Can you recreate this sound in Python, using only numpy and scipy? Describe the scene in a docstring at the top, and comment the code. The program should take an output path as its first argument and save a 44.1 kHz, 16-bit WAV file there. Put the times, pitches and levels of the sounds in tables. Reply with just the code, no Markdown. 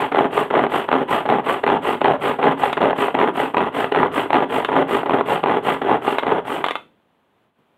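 """Pull-cord chopper, close up

A hand-held chopper is pulled eighteen times in a small room, close to the microphone. On each pull the cord
hisses (gritty pulse train) and blades whirr through wet leaves (ticks and noise in a drifting resonance).
At releases the shaft knocks, the pawl catches and skips (filtered taps), and the ratchet clatters on rewind.
The handle clacks on the lid (cracks and decaying modes), and at the end it clacks home.
Sparse near reflections, a soft bump in the hand and faint room air (filtered noise) lie behind."""
import sys
import numpy as np
from scipy import signal
from scipy.fft import rfft, irfft
from scipy.io import wavfile
from scipy.ndimage import uniform_filter1d, minimum_filter1d

SR = 44100
rng = np.random.default_rng(int(sys.argv[2]) if len(sys.argv) > 2 else 0)


def wav_out(sig):
    """Save sig, one row per channel (or a flat mono array), as 16-bit PCM at SR to the path in sys.argv[1]."""
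    wavfile.write(sys.argv[1], SR, np.round(np.clip(np.atleast_2d(sig).T, -1, 1) * 32767).astype(np.int16))


N = 342831
T = np.arange(N) / SR  # t/s

# Strokes: [release t/s, release knock level/dB, length of the pull before it t/s, wait until the pawl catches t/s,
# catch level/dB, share of crack in the pawl level/dB, rewind clatter level/dB]; levels before the layer offsets
STROKES = [(0.1219, -13, .183, 0.024, -8, -15, -15.5), (0.5082, -13, .195, 0.031, -8, -17.5, -16),
           (0.8879, -11.5, .19, 0.027, -8, -11, -19), (1.26, -15.5, .179, 0.029, -8.5, -11.5, -16),
           (1.6381, -9, .194, 0.026, -12.5, -8, -16.5), (2.0150, -11.5, .193, 0.029, -8.5, -10, -16),
           (2.392, -26.5, .189, .0363, -11, -8, -15.5), (2.7755, -11.5, .198, 0.041, -14, -7, -15),
           (3.1494, -9.5, .191, 0.039, -13, -9, -15), (3.5438, -10.5, .203, .0247, -7.5, -11, -18),
           (3.9215, -8.5, .191, 0.026, -9, -8.5, -16.5), (4.3039, -10, .186, .0263, -5.5, -8.5, -16.5),
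           (4.690, -24.5, .199, .039, -21, -8, -14), (5.063, -17, .187, .0315, -8.5, -16, -16.5),
           (5.4377, -9, .18, .0215, -10.5, -14.5, -16.5), (5.821, -22.5, .189, .0456, -19, -14.5, -16),
           (6.2326, -14.5, .211, .0340, -11.5, -11, -19)]
# The last pull, slower, after which the handle is let go: [end t/s, length t/s]
LAST_PULL = (6.68, .228)
# Course of a pull: [share of its length, whirr relative level/dB, cord hiss relative level/dB]
PULL_COURSE = [(-.06, -24, -33.5), (0, -10.5, -13), (.1, -5, -2.5), (.3, 1, 2), (.44, -1, 1),
               (.58, -3.5, -4), (.77, -10, -15.5), (1, -32, -27)]
# Course of a rewind: [share of its length, clatter relative level/dB]
REWIND_COURSE = [(-.03, 4), (0, -3.5), (.08, -8.5), (.2, -0.5), (.37, 3.5), (.58, 0), (.74, 0),
                 (.87, -25.5), (1, -20)]
# Clumps of leaves slammed against the wall: [t/s, level/dB before the body and crack offsets, share of crack level/dB]
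THUDS = [(.1883, -7.5, -9), (.3768, -7, -15), (.5926, -8.5, -11), (.6657, -11.5, -15), (1.1269, -14, -29),
         (1.495, -11, -15), (2.4681, -8, -14.5), (2.634, -7.5, -17.5), (2.9294, -10.5, -28),
         (3.0821, -10.5, -21), (3.4006, -7.5, -19.5), (3.8428, -9.5, -15), (4.03, -3, -22),
         (4.4214, -11.5, -25.5), (5.0315, -14, -20), (5.2091, -6.5, -16.5), (5.5149, -13, -17.5),
         (5.911, -9, -18.5), (6.0782, -6, -20), (6.3188, -10, -17.5)]
# The handle strikes the lid: [t/s, level/dB before the crack and ring offsets]
HANDLE_STRIKES = [(2.729, -14.5), (4.6476, -13), (5.819, -27), (6.1842, -9.5), (6.6416, -8.5),
                  (6.6637, -14.5), (6.685, -15), (6.709, -15), (6.755, -15)]

# Colours of the jar under blades, ratchet and hard blows: [f/Hz, relative level per Hz/dB]
WHIRR_COLOUR = [(30, -46.5), (70, -20.5), (150, -8), (300, -4.5), (600, -1.5), (950, -1.5), (1300, -5),
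                (1700, -10.5), (2300, -14), (3200, -14), (3800, -27), (4400, -36.5), (5200, -51.5),
                (15000, -69.5)]
CLATTER_COLOUR = [(30, -42), (60, -24.5), (100, -15.5), (160, -4), (300, -2), (800, 0), (1150, -3.5),
                  (1700, -11.5), (2500, -21), (3300, -19), (4000, -37), (4800, -54.5), (11000, -49.5),
                  (15500, -63.5)]
KNOCK_COLOUR = [(50, -31.5), (150, -16), (400, -0.5), (900, 3.5), (1500, -7.5), (2500, -9.5), (3400, -17.5),
                (4100, -26), (4900, -52.5), (8500, -50), (12000, -49.5), (15500, -64.5)]
# Colour of the cord in its eyelet: [f/Hz, relative level per Hz/dB]
CORD_COLOUR = [(2500, -34.5), (4200, -4), (5200, -8.5), (6600, -7.5), (7800, 2), (9000, 3), (10000, -5.5),
               (11200, 2), (12400, 0.5), (13400, -12), (14500, -11.5), (15700, -8.5)]
# Resonances of jar and lid: [f/Hz, width f/Hz, lift level/dB]
JAR_RESONANCES = [(264, 25, 6.5), (401.3, 101, 8), (695, 55, 1), (826, 50, 4), (1980, 100, 5),
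                  (2785, 74, 3.5)]
# Colour of handle and lid: [f/Hz, relative level per Hz/dB]
HANDLE_COLOUR = [(50, -29.5), (150, -16.5), (400, -1.5), (750, 0), (1100, 3.5), (1600, -5), (2400, -7),
                 (3050, -8), (3550, -6.5), (4100, -22), (4900, -41.5), (8500, -36.5), (12000, -40),
                 (15500, -52)]
# Modes of the lid: [f/Hz, relative level/dB, t60 t/s]
LID_MODES = [(1060, -7.5, 0.076), (1120, -9.5, 0.072), (1960, -10, .08), (2120, -8.5, 0.13),
             (2780, -17.5, .07), (3500, -13, .08), (3870, -20.5, 0.1)]
# Decay of the small room: [f/Hz, t60 t/s]
ROOM_DECAY = [(150, 0.76), (400, 0.31), (1000, .24), (2800, .27), (8000, 0.33)]
# Quiet air of the room: [f/Hz, relative level per Hz/dB]
AIR_COLOUR = [(24, -48), (50, -17.5), (135, -4), (250, -1.5), (330, -4.5), (440, -4), (900, -6),
              (2300, -17), (3300, -17), (4000, -26), (5000, -37), (9000, -36.5), (12000, -35.5),
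              (15500, -37.5)]
# The faint background swells and sinks: [t/s, relative level/dB]
AIR_SWELL = [(6.9, 0), (7.3, -0.5), (7.42, 1), (7.47, 0), (7.53, -7), (7.59, 0.5), (7.75, 1)]

PULL_S, PULL_DB = 0.19, -20.5  # length and base level of an ordinary pull
HASTE_DB = 12  # a pull in half the time is this much louder
HISS_FOLLOWS = 0.49  # share of the effort in dB that the cord hiss follows
SKIP_S, SKIP_FADE_DB, SKIP_COUNT = .0122, -2.5, 3  # after the catch the pawl hits tooth after tooth
RELEASE_TREBLE_DB = -11  # share of crack in the knock of the shaft
REBOUND_S, REBOUND_DB = 0.0092, -11.5  # after each strike the handle drops back once
BUMP_S, BUMP_DB = 7.587, -53.5  # the jar shifts in the hand
AIR_DB = -64  # before the swell
EDGE_HZ = 15800  # upper band limit


def stroke_gains():
    """Gains of whirr, hiss and clatter: quicker pulls are louder; each rewind lasts until the next pull."""
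    whirr, cord, clatter = np.zeros((3, N))
    pull, rewind = np.transpose(PULL_COURSE), np.transpose(REWIND_COURSE)
    pulls = [(release, length) for release, _, length, *_ in STROKES] + [LAST_PULL]
    for release, length in pulls:
        progress = 1 + (T - release) / length
        on = (progress > pull[0, 0]) & (progress < 1)
        effort_db = PULL_DB + HASTE_DB * np.log2(PULL_S / length)
        whirr[on] = amp(effort_db + np.interp(progress[on], pull[0], pull[1]))
        cord[on] = amp(HISS_FOLLOWS * effort_db + np.interp(progress[on], pull[0], pull[2]))
    for (release, *_, rewind_db), (next_release, next_length) in zip(STROKES, pulls[1:]):
        next_start = next_release - next_length
        progress = (T - release) / (next_start - release)
        on = (progress > rewind[0, 0]) & (progress < 1)
        clatter[on] = amp(rewind_db + np.interp(progress[on], rewind[0], rewind[1]))
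    return uniform_filter1d([whirr, cord, clatter], size=200)


def blades(gain):
    """Gear teeth and blades tick against leaf pieces, faster where the pull is louder, over a wash of water."""
    speed = abs(gain / gain.max()) ** .3
    ticks = chatter(teeth(per_s=260 * speed, jitter=.3, spread_db=2.5), skid_s=0.0047, skid=1.5)
    turns = np.cumsum(58 * speed) / SR
    passes = 1 + 0.37 * np.sin(2 * np.pi * turns)  # each turn drags the blades through the pile
    water = rng.standard_normal(N)
    drive = gain * passes * (amp(-3) * ticks + amp(-1.5) * water)
    return swirl(through(drive, wall(WHIRR_COLOUR)), hz=1029, width_hz=42, wander=0.18, share=1.0)


def cord_hiss(gain):
    """The braided cord rasps through the eyelet, strand after strand."""
    strands = teeth(per_s=700, jitter=.5, spread_db=3)
    rasp = chatter(strands, skid_s=.003, skid=3)
    return amp(-39.0) * through(gain * rasp, ring(CORD_COLOUR))


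def ratchet(gain):
    """The pawl skips over its teeth while the spring rewinds and the wet leaves slosh."""
    skips = chatter(teeth(per_s=95, jitter=.22, spread_db=2.5), skid_s=0.0058, skid=1.82)
    slosh = chatter(teeth(per_s=420, jitter=.7, spread_db=2.0), skid_s=.0028, skid=1.4)
    drive = gain * (amp(-3) * skips + amp(-5.5) * slosh)
    return swirl(through(drive, wall(CLATTER_COLOUR)), hz=735, width_hz=62, wander=.25, share=0.85)


def scraps(gain, level_db=-12, dull_hz=2200):
    """Smaller bits of stalk hit the wall at random whenever the blades move."""
    hits = chatter(teeth(per_s=30, jitter=.6, spread_db=3.5), skid_s=0.0019, skid=.5)
    in_jar = through(gain * hits, wall(KNOCK_COLOUR))
    return amp(level_db) * signal.lfilter(*signal.butter(1, dull_hz, fs=SR), in_jar)


def knocks(split_hz=1600, body_db=-2.5, crack_db=-2.0):
    """Hard blows: a hollow body tone and a plastic crack, in shares that depend on where they land."""
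    out, h = np.zeros(N), wall(KNOCK_COLOUR)
    low = signal.butter(3, split_hz, "low", fs=SR, output="sos")
    high = signal.butter(3, split_hz, "high", fs=SR, output="sos")
    for s, db, treble_db in blows():
        blow = strike(h, skid_s=0.0026, skid=0.2)
        add(out, s, at_level(signal.sosfilt(low, blow), db + body_db))
        add(out, s, at_level(signal.sosfilt(high, blow), db + treble_db + crack_db))
    return out


def blows(uneven_s=.0005, uneven_db=2.0):
    """Blows as (t/s, level/dB, crack share/dB): clumps thud, the shaft knocks, the pawl catches and skips."""
    rows = list(THUDS)
    for release, knock_db, _, wait, catch_db, crack_db, _ in STROKES:
        catch = release + wait
        rows += [(release, knock_db, RELEASE_TREBLE_DB), (catch, catch_db, crack_db)]
        for k, (late, hard) in enumerate(rng.standard_normal((SKIP_COUNT, 2)), 1):
            skip = catch + k * SKIP_S + uneven_s * late
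            skip_db = catch_db + k * SKIP_FADE_DB + uneven_db * hard
            rows.append((skip, skip_db, crack_db))
    return rows


def clacks(ring_db=-7, crack_db=-1):
    """The handle cracks on the lid and rebounds; each hit wakes the lid's modes differently."""
    out, h = np.zeros(N), ring(HANDLE_COLOUR)
    t = T[:len(h)]
    rebounds = [(s + REBOUND_S, db + REBOUND_DB) for s, db in HANDLE_STRIKES]
    for s, db in HANDLE_STRIKES + rebounds:
        modes = np.zeros(len(t))
        for hz, mode_db, t60 in LID_MODES:
            decay = amp(mode_db - 60 * t / t60)
            modes += rng.uniform(-1, 1) * decay * np.sin(2 * np.pi * hz * t)
        crack = at_level(strike(h, skid_s=0.0033, skid=0.36), db + crack_db)
        add(out, s, crack + amp(db + ring_db) * modes)
    return out


def handling(decay_s=.014):
    """A soft bump of the palm on the jar: a decaying noise push, dulled."""
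    out, t = np.zeros(N), T[:SR // 8]
    push = rng.standard_normal(len(t)) * np.exp(-t / decay_s)
    colour = [(40, -26), (140, 3.0), (400, -12.0), (1500, -27), (5000, -48)]  # f/Hz, relative level per Hz/dB
    add(out, BUMP_S, amp(BUMP_DB) * through(push, ring(colour)))
    return out


def room(x, delay_s=.004):
    """Sparse reflections from near walls, each band dying at its own speed."""
    count, spacing = 900, 22  # reflections, samples
    taps = np.zeros(SR // 2)
    at = round(delay_s * SR) + np.arange(count) * spacing + rng.integers(0, spacing, count)
    taps[at] = rng.choice([-1., 1.], count)
    hz, t, bands = signal.stft(taps, SR, nperseg=256)
    decay = amp(-60 * t / read(ROOM_DECAY, hz)[:, None])
    tail = signal.istft(bands * decay, SR, nperseg=256)[1]
    return through(x, tail / np.linalg.norm(tail))


def room_air():
    """Quiet room air: coloured steady noise under a slow level curve."""
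    swell_db = np.interp(T, *np.transpose(AIR_SWELL))
    return amp(AIR_DB + swell_db) * through(rng.standard_normal(N), ring(AIR_COLOUR))


def teeth(per_s, jitter, spread_db):
    """A train of blows at uneven intervals and of uneven strength; per_s may be a curve."""
    gap, size = rng.standard_normal((8000, 2)).T
    expected_count = np.cumsum(per_s * np.ones(N)) / SR
    at = np.searchsorted(expected_count, np.cumsum(np.exp(jitter * gap)))
    out = np.zeros(N)
    out[at[at < N]] = amp(spread_db * np.clip(size, -2, 1))[at < N]
    return out


def chatter(blows, skid_s, skid):
    """Each blow is a sharp tap followed by a short gritty skid."""
    r = np.exp(-1 / (skid_s * SR))
    grit = signal.lfilter([1], [1, -r], blows) * rng.standard_normal(N)
    taps = blows * rng.choice([-1, 1], N)
    return unit(unit(taps) + skid * unit(grit))


def strike(h, skid_s, skid):
    """One hard contact, a tap and its skid, played through the response h."""
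    t = T[:len(h)]
    force = skid * rng.standard_normal(len(t)) * np.exp(-t / skid_s)
    force[0] += 1
    return through(force, h) * rng.choice([-1, 1])


def swirl(x, hz, width_hz, wander, share):
    """The air pocket over the whirling water resonates at a pitch that keeps changing."""
    rates = np.geomspace(1.5, 11, 12)  # f/Hz
    drift = unit(sum(np.sin(2 * np.pi * (f * T + rng.random())) for f in rates))
    turn = np.exp(2j * np.pi * np.cumsum(hz * np.exp(wander * drift)) / SR)
    r = np.exp(-np.pi * width_hz / SR)
    # shift the moving pitch to zero, low-pass, shift back
    pocket = (turn * signal.lfilter([1 - r], [1, -r], x / turn)).real
    return (x + 2 * share * pocket) / np.sqrt(1 + share / 2)


def wall(colour):
    """Response of the plastic jar to one tap, smeared by bending waves."""
    return bend(bend(ring(colour, JAR_RESONANCES), 850, 700), 2400, 1300)


def bend(x, hz, width_hz):
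    """Bending waves travel at different speeds and smear each tap into a few swings (an all-pass)."""
    r = np.exp(-np.pi * width_hz / SR)
    poles = np.array([1, -2 * r * np.cos(2 * np.pi * hz / SR), r * r])
    return signal.lfilter(poles[::-1], poles, x)


def ring(colour, modes=(), size=8192):
    """Causal response to one tap, of energy one, from a colour and its resonances."""
    hz = np.fft.rfftfreq(size, 1 / SR)
    db = read(colour, hz) + sum(lift / (1 + (2 * (hz - f) / width) ** 2) for f, width, lift in modes)
    # folding the cepstrum gives minimum phase
    cepstrum = irfft(np.log(amp(db)))
    cepstrum[1:size // 2] *= 2
    cepstrum[size // 2 + 1:] = 0
    h = irfft(np.exp(rfft(cepstrum)))[:size // 2]
    return h / np.linalg.norm(h)


def through(x, h):
    """Plays x through the response h."""
    return signal.oaconvolve(x, h)[:len(x)]


def read(points, hz):
    """Reads a curve on a log-frequency axis."""
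    f, value = np.transpose(points)
    return np.interp(np.log(hz + 1), np.log(f + 1), value)


def amp(db):
    """Decibels to gain."""
    return 10 ** (np.asarray(db) / 20)


def unit(x):
    """Scales to an rms of one."""
    return x / np.sqrt(np.mean(x ** 2) + 1e-20)


def at_level(sound, db):
    """Sets the level of a hit's first three milliseconds."""
    return amp(db) * sound / sound[:round(.003 * SR)].std()


def add(mix, s, sound):
    """Mixes a sound in at time s."""
    part = mix[round(s * SR):][:len(sound)]
    part += sound[:len(part)]


def scene():
    """The chopper close up, its room reflections, the bump and the quiet air."""
    whirr, cord, clatter = stroke_gains()
    chopper = blades(whirr) + cord_hiss(cord) + ratchet(clatter)
    chopper += scraps(whirr + clatter) + knocks() + clacks()
    return (chopper + amp(-9.5) * room(chopper) + handling() + room_air())[None]


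def record(dry):
    """A limiter eases down the loudest peaks; then the band limit."""
    ceiling = .85
    gain = np.minimum(1, ceiling / (abs(dry) + 1e-9))
    gain = minimum_filter1d(gain, size=161)
    gain = uniform_filter1d(uniform_filter1d(gain, size=81), size=81)
    band = signal.firwin(511, EDGE_HZ, window=("kaiser", 9), fs=SR)
    return signal.oaconvolve(dry * gain, band[None], "same")


dry = scene()
out = record(dry)
wav_out(out)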